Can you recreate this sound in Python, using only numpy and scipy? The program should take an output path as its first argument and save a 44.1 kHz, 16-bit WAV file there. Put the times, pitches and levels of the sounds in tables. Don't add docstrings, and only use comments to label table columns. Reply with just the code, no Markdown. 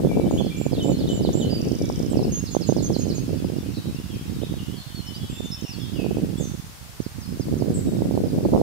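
import sys
import numpy as np
from scipy import signal
from scipy.fft import rfft, irfft
from scipy.io import wavfile
from scipy.ndimage import uniform_filter1d, map_coordinates

SR = 44100
rng = np.random.default_rng(int(sys.argv[2]) if len(sys.argv) > 2 else 0)


def output_pcm(signal):
    pcm = np.clip(np.atleast_2d(signal).T, -1, 1) * 32767
    wavfile.write(sys.argv[1], SR, np.round(pcm).astype(np.int16))


N = 380141
TIME_S = np.arange(N) / SR
STRONG_WIND_DB = -20
WOOD_T60_S = 1.04

# (time [s], level [dB])
GUSTS_LEFT = [(0, -22.5), (.22, -20.5), (.64, -33), (.8, -23.5), (2.05, -26), (2.26, -21.5), (2.52, -43),
              (2.8, -28), (3.65, -33), (4.57, -35), (5.09, -55), (5.19, -35), (5.45, -38), (5.65, -53),
              (6.18, -25), (6.3, -32), (6.97, -51.5), (7.53, -26), (8.3, -26), (8.58, -20)]
GUSTS_RIGHT = [(0, -20.5), (.48, -19.5), (.56, -29), (.72, -22), (.88, -19), (1.04, -23), (1.35, -20.5),
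               (1.85, -23.5), (2.25, -21.5), (2.53, -28), (2.79, -21), (4.2, -29), (4.42, -25.5),
               (4.8, -31), (5.6, -31.5), (6.2, -21.5), (6.53, -26), (6.68, -42), (6.98, -41), (7.3, -28),
               (7.6, -21.5), (8.38, -22), (8.55, -15.5)]
EDDY_CENTRE_HZ = {"left": 211, "right": 182}
HARD_EDDIES = { "left": [(.173, -7), (.198, -5), (.311, -8, 370), (1.29, -6.5), (1.815, -8, 210),
               (1.9, -9.5, 420), (3.445, -15), (4.54, -18), (8.577, -8.5, 370)], "right": [(.049, -2.5),
               (.071, -7), (.406, -11, 340), (.614, -9), (.665, -5), (.732, -7), (.918, -6.5), (1.25, -7.5),
               (2.172, -3.5, 180), (2.55, -8, 400), (2.567, -1, 305), (2.691, -2), (2.697, -2), (2.724, -4),
               (2.766, -6), (2.965, -7), (3.45, -8, 170), (5.406, -15), (6.064, -9), (6.17, -10),
               (7.003, -9, 175), (7.065, -14, 170), (7.623, -10), (8.021, -6), (8.111, -8),
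               (8.176, -6, 320), (8.548, -3)]}
CONTOURS = { "sag": [(0, 6750), (.025, 7060), (.075, 6880), (.115, 6420)], "arch": [(0, 5300), (.012, 7070),
            (.05, 7290), (.09, 7080), (.118, 6500)], "slide": [(0, 5450), (.024, 4400), (.058, 3200)],
            "whistle": [(0, 4750), (.012, 4910), (.068, 4850), (.092, 4560)], "tick": [(0, 7380),
            (.004, 5750), (.008, 4300)], "hook": [(0, 7800), (.016, 7960), (.027, 7500), (.037, 6800)],
            "drop": [(0, 6080), (.03, 4140)], "hold": [(0, 6900), (.016, 6300), (.035, 6530), (.088, 6490)],
            "vee": [(0, 6030), (.02, 4860), (.036, 3950), (.049, 5300)], "dip": [(0, 7260), (.024, 6410),
            (.04, 6220), (.062, 6620)], "sweep": [(0, 6836), (.028, 5080), (.06, 4050)],
            "chirp": [(0, 2750), (.014, 3330), (.026, 3450), (.036, 3250), (.043, 2900)],
            "knee": [(0, 3726), (.014, 3735), (.024, 3020), (.074, 2970)], "thin": [(0, 4330), (.07, 4160)]}
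NEAR_WREN_SONG = { "sag": [(.305, -48.5)], "arch": [(.563, -44.5), (.823, -41.5), (1.085, -41.5),
                  (1.327, -39.5)], "slide": [(.455, -52.5), (.718, -47), (.984, -45), (1.224, -44)],
                  "whistle": [(1.493, -40.5)], "tick": [(1.613, -44, .0343, 2.06)],
                  "hook": [(2.098, -42.5)], "drop": [(2.161, -43.5, .065, 2.23)], "hold": [(2.317, -34)],
                  "vee": [(2.45, -42), (2.607, -42), (2.764, -43.5), (2.923, -40.5), (3.083, -42)],
                  "dip": [(2.509, -39), (2.663, -39), (2.822, -35.5), (2.983, -39), (3.143, -41.5)]}
FAR_WREN_SONG = { "drop": [(3.373, -53, .191, 4.33)], "sweep": [(7.015, -49.5, .187, 7.58)],
                 "vee": [(7.966, -56, .151, 8.5)]}
THRUSH_SONG = {"chirp": [(.371, -38)], "knee": [(.784, -40.5), (1.07, -39.5), (1.399, -41)]}
TIT_SONG = {"thin": [(.405, -51, .508, 1.42)]}
# (time [s], length [s], start [Hz], end [Hz], level [dB], optional midpoint pitch sag [ratio])
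WARBLER_NOTES = [(.088, .05, 2417, 2290, -47), (.503, .05, 2400, 2310, -47), (1.79, .1, 2400, 2260, -55),
                 (3.74, .065, 4600, 3820, -48.5), (3.92, .076, 2480, 2780, -53),
                 (4.095, .055, 3480, 3120, -49.5), (4.412, 0.046, 2825, 3840, -46),
                 (4.583, 0.0286, 3420, 2760, -46), (4.765, .039, 4680, 4190, -46.5),
                 (4.795, .07, 3540, 3575, -53), (5.045, .086, 2950, 3035, -47),
                 (5.19, 0.091, 3370, 3342, -50), (5.32, 0.155, 3520, 3574, -48.5),
                 (5.627, 0.071, 3300, 2680, -49.5), (5.795, 0.061, 3700, 3260, -45.5),
                 (5.95, 0.095, 3050, 2476, -48), (6.365, 0.069, 3300, 3650, -51),
                 (7.86, 0.058, 3850, 3740, -57.5)]
ROBIN_NOTES = [(4.945, .075, 4480, 4170, -46.5), (5.058, .042, 5770, 5050, -48),
               (5.137, .047, 4600, 5650, -44.5, 0.07), (5.285, .19, 7600, 7150, -53.5),
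               (5.435, .08, 6800, 6010, -56), (5.508, .055, 5470, 5650, -40.5, .055),
               (5.608, .0091, 5240, 7400, -47, .03), (5.63, .065, 5640, 5100, -51, -.03),
               (5.675, .085, 6350, 4130, -46.5), (5.79, .065, 5410, 4900, -52, -0.022),
               (5.93, .15, 5130, 4450, -59), (7.243, .1, 5250, 5150, -57)]
CANOPY_NOTES = [(6.375, .044, 8150, 6850, -41.5), (6.395, 0.079, 6770, 5900, -43.5),
                (7.738, 0.031, 7960, 7760, -35.5), (7.743, 0.05, 8500, 6800, -46.5)]
# (time [s], level [dB])
CHORUS_LEVELS = [(0, -55), (2.5, -53.5), (3.5, -57.5), (5.8, -52), (7, -83)]
TWITTER_LEVELS = [(0, -65), (3, -53), (4.3, -58), (7, -64), (8.6, -60)]
# (frequency [Hz], relative density [dB])
HISS_SPECTRUM = [(200, 3), (800, 5.3), (2000, 1.5), (3000, 0.5), (5000, 1), (8000, -2), (12000, -3.5),
                 (15500, -5.5)]


def wind(thump_db=2.3, thump_speed=1.42, low_cut_hz=51, port_hz=1250, ceiling=.86):
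    ports = {"left": buffeting(GUSTS_LEFT, gain_db=.8, centre_hz=EDDY_CENTRE_HZ["left"]),
             "right": buffeting(GUSTS_RIGHT, gain_db=1.3, centre_hz=EDDY_CENTRE_HZ["right"])}
    for side, thumps in HARD_EDDIES.items():
        for at_s, level_db, *own_hz in thumps:
            centre_hz = own_hz[0] if own_hz else thump_speed * EDDY_CENTRE_HZ[side]
            pulse = eddy(centre_hz, rng.normal(0, .22))
            add(ports[side], at_s - len(pulse) / SR / 2, from_db(level_db + thump_db) * pulse)
    low_cut = signal.butter(2, low_cut_hz, "high", fs=SR, output="sos")
    pressure = signal.sosfilt(low_cut, list(ports.values()))
    saturated = np.clip(pressure, -ceiling, ceiling)
    return signal.sosfilt(signal.butter(4, port_hz, fs=SR, output="sos"), saturated)


def buffeting(gusts, gain_db, centre_hz, per_s=230, octaves_per_db=.069, spread_octaves=.32):
    trend_db = np.interp(TIME_S, *np.transpose(gusts))
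    puff_db = .78 + .075 * np.clip(STRONG_WIND_DB - trend_db, 0, None)
    level_db = trend_db + puff_db * np.clip(drift(17), -2, 1)
    flurry_db = 4.2 * np.clip(drift(42), -2, 1)
    arrival_chance = np.clip(1 - .045 * (STRONG_WIND_DB - level_db), .35, 1)
    pressure = np.zeros(N)
    for k, (late, size, speed, turns) in enumerate(rng.standard_normal((int(per_s * TIME_S[-1]), 4))):
        at_s = np.clip((k + late) / per_s, 0, TIME_S[-2])
        at = int(at_s * SR)
        if rng.random() > arrival_chance[at]:
            continue
        strength_db = 3.5 * np.clip(size, -2, 1.3) + flurry_db[at]
        octaves = octaves_per_db * (level_db[at] - STRONG_WIND_DB + strength_db / 2)
        octaves += spread_octaves * np.clip(speed, -2, 1.5)
        pulse = eddy(centre_hz * 2 ** octaves, turns)
        add(pressure, at_s - len(pulse) / SR / 2, from_db(strength_db) * pulse)
    local_power = uniform_filter1d(uniform_filter1d(pressure ** 2, size=6000), size=4000)
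    return from_db(level_db + gain_db) * pressure / np.sqrt(local_power + 1e-12)


def eddy(centre_hz, phase_turns):
    t = np.arange(-400, 400) / SR
    pulse = np.exp(2j * np.pi * phase_turns) / (1 - 1j * np.pi * centre_hz * t) ** 3
    return pulse.real * np.hanning(len(t))


def wrens():
    near = wood(phrase(NEAR_WREN_SONG), direct_db=-.34, echo_db=-1, pan_db=-6.5, lag_ms=.051,
                leaves_hz=5400)
    far = wood(phrase(FAR_WREN_SONG), direct_db=-2.5, echo_db=-7, pan_db=2, lag_ms=-.057, leaves_hz=5630)
    return near + far


def thrush_and_tit():
    song = phrase(THRUSH_SONG, waver=.01) + phrase(TIT_SONG)
    return wood(song, direct_db=-1.2, echo_db=-.6, pan_db=-3, lag_ms=.058, near_t60_s=.11, deep_gain=.44)


def warbler():
    song = slurs(WARBLER_NOTES, waver=.005, attack_s=.0027, release_s=.0037, settled=.8)
    return wood(song, direct_db=-3, echo_db=2.4, pan_db=1, lag_ms=-.031, near_t60_s=.1, deep_gain=.52)


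def robin():
    song = slurs(ROBIN_NOTES, waver=.0035, attack_s=.011, release_s=.0066, settled=.57)
    return wood(song, direct_db=2.5, echo_db=-1, pan_db=-.5, lag_ms=.033, deep_gain=.26, leaves_hz=6000)


def canopy_calls():
    song = slurs(CANOPY_NOTES, waver=.0287, attack_s=.0045, release_s=.011, settled=.65)
    return wood(song, direct_db=-7, echo_db=-2.5, pan_db=-1, lag_ms=-.022,
                near_t60_s=.15, deep_gain=.24, leaves_hz=9050)


def phrase(song, waver=.0055, run_swell_db=3):
    track = np.zeros(N)
    for name, rows in song.items():
        for at_s, level_db, *run in rows:
            starts_s = [at_s]
            if run:
                period_s, until_s = run
                starts_s = np.arange(at_s, until_s + period_s / 2, period_s)
            levels_db = level_db + run_swell_db * np.sin(np.linspace(0, np.pi, len(starts_s)))
            for start_s, db in zip(starts_s, levels_db):
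                add(track, start_s, from_db(db) * syllable(name, waver))
    return track


def syllable(name, waver, attack_s=.0042, release_s=.0026, fade_db_per_s=20):
    times_s, pitches_hz = np.transpose(CONTOURS[name])
    t = np.arange(0, times_s[-1], 1 / SR)
    hz = uniform_filter1d(np.interp(t, times_s, pitches_hz), size=150, mode="nearest")
    bend = 1 + .005 * drift(25, len(t))
    level_db = fade_db_per_s * (t.mean() - t)
    return whistle(hz * bend, level_db, min(attack_s, times_s[-1] / 2), release_s, waver)


def slurs(notes, waver, attack_s, release_s, settled):
    track = np.zeros(N)
    for at_s, length_s, start_hz, end_hz, level_db, *sag in notes:
        middle_hz = (start_hz + settled * (end_hz - start_hz)) * (1 - sum(sag))
        glide = np.polyfit([0, .5, 1], [start_hz, middle_hz, end_hz], 2)
        hz = np.polyval(glide, np.linspace(0, 1, int(length_s * SR)))
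        add(track, at_s, whistle(hz, level_db, attack_s, release_s, waver))
    return track


def whistle(hz, level_db, attack_s, release_s, waver, flutter_db=1.93, swell_db=4, peak_share=.46):
    t = np.arange(len(hz)) / SR
    edges = np.clip(t / attack_s, 0, 1) * np.clip((t[-1] - t) / release_s, 0, 1)
    from_peak = np.interp(t / t[-1], [0, peak_share, 1], [-1, 0, 1])
    swell = from_db(-swell_db * from_peak ** 2)
    phase = 2 * np.pi * np.cumsum(hz * (1 + waver * drift(251.4, len(t)))) / SR
    gain = from_db(level_db + flutter_db * drift(147, len(t)))
    return gain * unit_rms(edges * swell * np.sin(phase))


def wood(song, direct_db, echo_db, pan_db, lag_ms, near_t60_s=.074, deep_gain=.23, leaves_hz=5200):
    t = TIME_S[:SR]
    decay = from_db(-60 * t / near_t60_s) + deep_gain * from_db(-60 * t / WOOD_T60_S)
    build_up = 1 - np.exp(-t / .012)
    dulled = signal.sosfilt(signal.butter(4, leaves_hz, fs=SR, output="sos"), song)
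    channels = []
    for side in (1, -1):
        response = rng.standard_normal(len(t)) * decay * build_up
        echoes = signal.fftconvolve(dulled, response / np.linalg.norm(response))[:N]
        direct = map_coordinates(song, [np.arange(N) - side * lag_ms / 2 * SR / 1000], order=3)
        channels.append(from_db(direct_db + side * pan_db / 2) * direct
                        + from_db(echo_db + side * pan_db / 4) * echoes)
    return np.array(channels)


def distant_birds():
    warbling = chorus(CHORUS_LEVELS, per_s=24, low_hz=2550, high_hz=3850, length_s=.05, glide=.2)
    twitter = chorus(TWITTER_LEVELS, per_s=18, low_hz=4420, high_hz=5730, length_s=.0394, glide=.15)
    return wood(warbling + twitter, direct_db=-5, echo_db=-1, pan_db=1.5, lag_ms=0)


def chorus(levels, per_s, low_hz, high_hz, length_s, glide):
    notes = []
    for k, (late, height, slope) in enumerate(rng.random((int(per_s * TIME_S[-1]), 3))):
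        at_s = (k + late) / per_s
        end_hz = low_hz * (high_hz / low_hz) ** height
        start_hz = end_hz * (1 + glide * (2 * slope - 1))
        notes.append((at_s, length_s, start_hz, end_hz, np.interp(at_s, *np.transpose(levels))))
    return slurs(notes, waver=.021, attack_s=.0047, release_s=.011, settled=.8)


def hiss(level_db=-45, lean_db=2, lean_below_hz=1400):
    hz, density_db = np.transpose(HISS_SPECTRUM)
    bins_hz = np.fft.rfftfreq(N, 1 / SR) + 1
    left_db = lean_db / (1 + (bins_hz / lean_below_hz) ** 2)
    colour = from_db(np.interp(np.log(bins_hz), np.log(hz), density_db) + np.array([left_db, -left_db]))
    return from_db(level_db) * unit_rms(irfft(rfft(rng.standard_normal((2, N))) * colour, N))


def drift(per_s, samples=N):
    place = np.arange(samples) / SR * per_s
    return map_coordinates(rng.standard_normal(int(place[-1]) + 3), [place], order=3, mode="mirror")


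def add(track, at_s, sound):
    at = round(at_s * SR) + np.arange(len(sound))
    inside = (at >= 0) & (at < N)
    track[at[inside]] += sound[inside]


def from_db(db):
    return 10 ** (np.asarray(db) / 20)


def unit_rms(x):
    return x / np.sqrt(np.mean(x ** 2) + 1e-20)


def scene():
    return (wind() + wrens() + thrush_and_tit() + warbler() + robin() + canopy_calls()
            + distant_birds() + hiss())


def record(dry, fade_s=.0009, cutoff_hz=15600):
    ends = np.clip(np.minimum(TIME_S, TIME_S[-1] - TIME_S) / fade_s, 0, 1)
    return signal.sosfilt(signal.ellip(12, .1, 90, cutoff_hz, fs=SR, output="sos"), dry * ends)


dry = scene()
out = record(dry)
output_pcm(out)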